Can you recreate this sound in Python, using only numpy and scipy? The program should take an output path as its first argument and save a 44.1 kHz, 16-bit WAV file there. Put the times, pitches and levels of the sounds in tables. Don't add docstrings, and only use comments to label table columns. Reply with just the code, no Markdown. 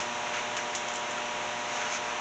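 import sys
import numpy as np
from scipy import signal
from scipy.fft import rfft, irfft
from scipy.io import wavfile

SR = 44100
rng = np.random.default_rng(int(sys.argv[2]) if len(sys.argv) > 2 else 0)


def inscribe(sig):
    pcm = np.round(np.clip(np.atleast_2d(sig).T, -1, 1) * 32767)
    wavfile.write(sys.argv[1], SR, pcm.astype(np.int16))


N = 97284


def from_db(db):
    return 10 ** (np.asarray(db) / 20)


def rms_one(x):
    return x / np.sqrt(np.mean(x ** 2) + 1e-20)


def seconds():
    return np.arange(N) / SR


def drift(rate_hz):
    step, run_in = 40, 2000
    pole = np.exp(-2 * np.pi * rate_hz * step / SR)
    noise = rng.standard_normal(N // step + run_in + 2)
    slow = signal.lfilter([1], [1, -2 * pole, pole * pole], noise)[run_in:]
    return np.interp(np.arange(N) / step, np.arange(len(slow)), rms_one(slow - slow.mean()))


def coloured_noise(colour, tilt_db=0):
    bin_octaves = np.log2(np.maximum(np.arange(N // 2 + 1) * SR / N, 1))
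    hz, db = np.transpose(colour)
    corners = np.log2(hz)
    gain = from_db(np.interp(bin_octaves, corners, db + tilt_db * corners))
    return rms_one(irfft(rfft(rng.standard_normal(N)) * gain, N))


def ringing_noise(hz, width_hz):
    radius = np.exp(-np.pi * width_hz / SR)
    feedback = [1, -2 * radius * np.cos(2 * np.pi * hz / SR), radius * radius]
    return rms_one(signal.lfilter([1, 0, -1], feedback, rng.standard_normal(N + SR))[SR:])


# (frequency [Hz], relative density [dB])
WHIRR_COLOUR = [(25, -18), (60, -19.5), (100, -14), (150, -10.5), (200, -7.5), (330, -7), (480, -3.5),
                (680, -2), (900, 1), (1300, -1.5), (2000, -2), (2800, -3), (3900, -9), (4800, -18.5),
                (5400, -13), (6100, -9), (7100, -13), (7600, -20.5), (8100, -28.5), (8800, -39.5),
                (9300, -50.5)]
# (frequency [Hz], width [Hz], rms level [dB])
HOUSING_MODES = [(456, 12, -56), (837, 55, -50), (5260, 30, -68.5), (5900, 12, -57.5), (6660, 23, -61.5)]
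# (time [s], half-width [s], level [dB], centre [Hz])
WHIRR_SWELLS = [(1.19, 0.025, -37, 1270), (2.197, 0.018, -33, 970)]


def turbine_whirr(flow_db=-35.5, swell_reach_octaves=0.27):
    out = from_db(flow_db) * coloured_noise(WHIRR_COLOUR)
    for hz, width_hz, db in HOUSING_MODES:
        out += from_db(db) * ringing_noise(hz, width_hz)
    reach = 2 ** swell_reach_octaves
    for peak_s, width_s, db, hz in WHIRR_SWELLS:
        band = signal.butter(2, [hz / reach, hz * reach], "band", fs=SR, output="sos")
        midrange = rms_one(signal.sosfilt(band, rng.standard_normal(N)))
        swell = np.exp(-((seconds() - peak_s) / width_s) ** 2)
        out += from_db(db) * swell * midrange
    return out


# (multiple of the hum frequency, rms level [dB])
HUM_PARTIALS = [(1, -62), (2, -54), (3, -54.5), (5, -44.5), (6, -46), (7, -52), (8, -44), (9, -52),
                (10, -52.5), (11, -59.5), (12, -60)]


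def generator_hum(hum_hz=120.02, waver_db=0.38, waver_rad=0.08, waver_hz=1.7):
    out = np.zeros(N)
    for multiple, db in HUM_PARTIALS:
        phase = 2 * np.pi * (multiple * hum_hz * seconds() + rng.random())
        phase += waver_rad * drift(waver_hz)
        amplitude = np.sqrt(2) * from_db(db + waver_db * drift(waver_hz))
        out += amplitude * np.sin(phase)
    return out


# (peak time [s], rise [s], fall [s], cloth level [dB], hiss level [dB])
MOVEMENTS = [(.27, 0.019, 0.037, -40, -51), (0.344, 0.013, 0.028, -35.5, -43),
             (0.38, 0.046, .045, -36, -46), (.592, 0.02, 0.0097, -36.5, -54),
             (1.77, 0.082, 0.035, -39.5, -43), (1.83, 0.045, 0.087, -36, -45),
             (1.938, 0.042, 0.044, -36.5, -37.5), (2.08, 0.038, 0.085, -41.5, -52)]
# (frequency [Hz], relative density [dB])
RUB_COLOUR = [(100, -30), (900, -7.5), (1400, 3.5), (2000, -1.5), (2400, 3), (2700, -0.5), (3100, -5.5),
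              (4000, -11), (5000, -25), (8000, -47)]
# (frequency [Hz], relative density [dB])
FRICTION_HISS_COLOUR = [(1500, -22.5), (3800, -12), (4800, -9), (5500, -4.5), (6300, 1), (7100, -4.5),
                        (8100, -25), (9200, -38.5)]


def jacket_and_paper(grain_db=1.5, grain_hz=130):
    out = np.zeros(N)
    for peak_s, rise_s, fall_s, cloth_db, hiss_db in MOVEMENTS:
        age = seconds() - peak_s
        swell = np.exp(-(age / np.where(age < 0, rise_s, fall_s)) ** 2)
        grains = rms_one(from_db(grain_db * drift(grain_hz)))
        rub = from_db(cloth_db) * coloured_noise(RUB_COLOUR)
        hiss = from_db(hiss_db) * coloured_noise(FRICTION_HISS_COLOUR)
        out += swell * grains * (rub + hiss)
    return out


# (time [s], level [dB], treble tilt [dB per octave])
HANDLING_CLICKS = [(.002, -30, -9), (.012, -38, 4), (0.567, -30, -7), (0.749, -26.5, 1), (0.758, -39, 3),
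                   (0.884, -36, -3), (.9335, -37.5, 14), (0.9563, -36.5, 3), (0.968, -48.5, 5),
                   (1.108, -42.5, 17)]
# (frequency [Hz], relative density [dB])
CRACK_COLOUR = [(100, -52), (1500, -15.5), (2600, -3), (3500, -1.5), (4500, -10), (5200, -1.5), (6300, 6),
                (7200, 4.5), (8200, -19.5), (9200, -32.5)]


def handling_clicks(crack_t60_s=0.028, room_db=-4, room_t60_s=0.17):
    out = np.zeros(N)
    for start_s, db, tilt_db in HANDLING_CLICKS:
        age = np.maximum(seconds() - start_s, 0)
        crack = from_db(-60 * age / crack_t60_s)
        room_tail = from_db(room_db - 60 * age / room_t60_s)
        envelope = (age > 0) * np.hypot(crack, room_tail)
        out += from_db(db) * envelope * coloured_noise(CRACK_COLOUR, tilt_db)
    return out


def scene():
    machine = generator_hum() + turbine_whirr()
    doorway = handling_clicks() + jacket_and_paper()
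    return (machine + doorway)[None]


def record(dry):
    low_pass = signal.butter(64, 8880, fs=SR, output="sos")
    return signal.sosfilt(low_pass, dry)


dry = scene()
out = record(dry)
inscribe(out)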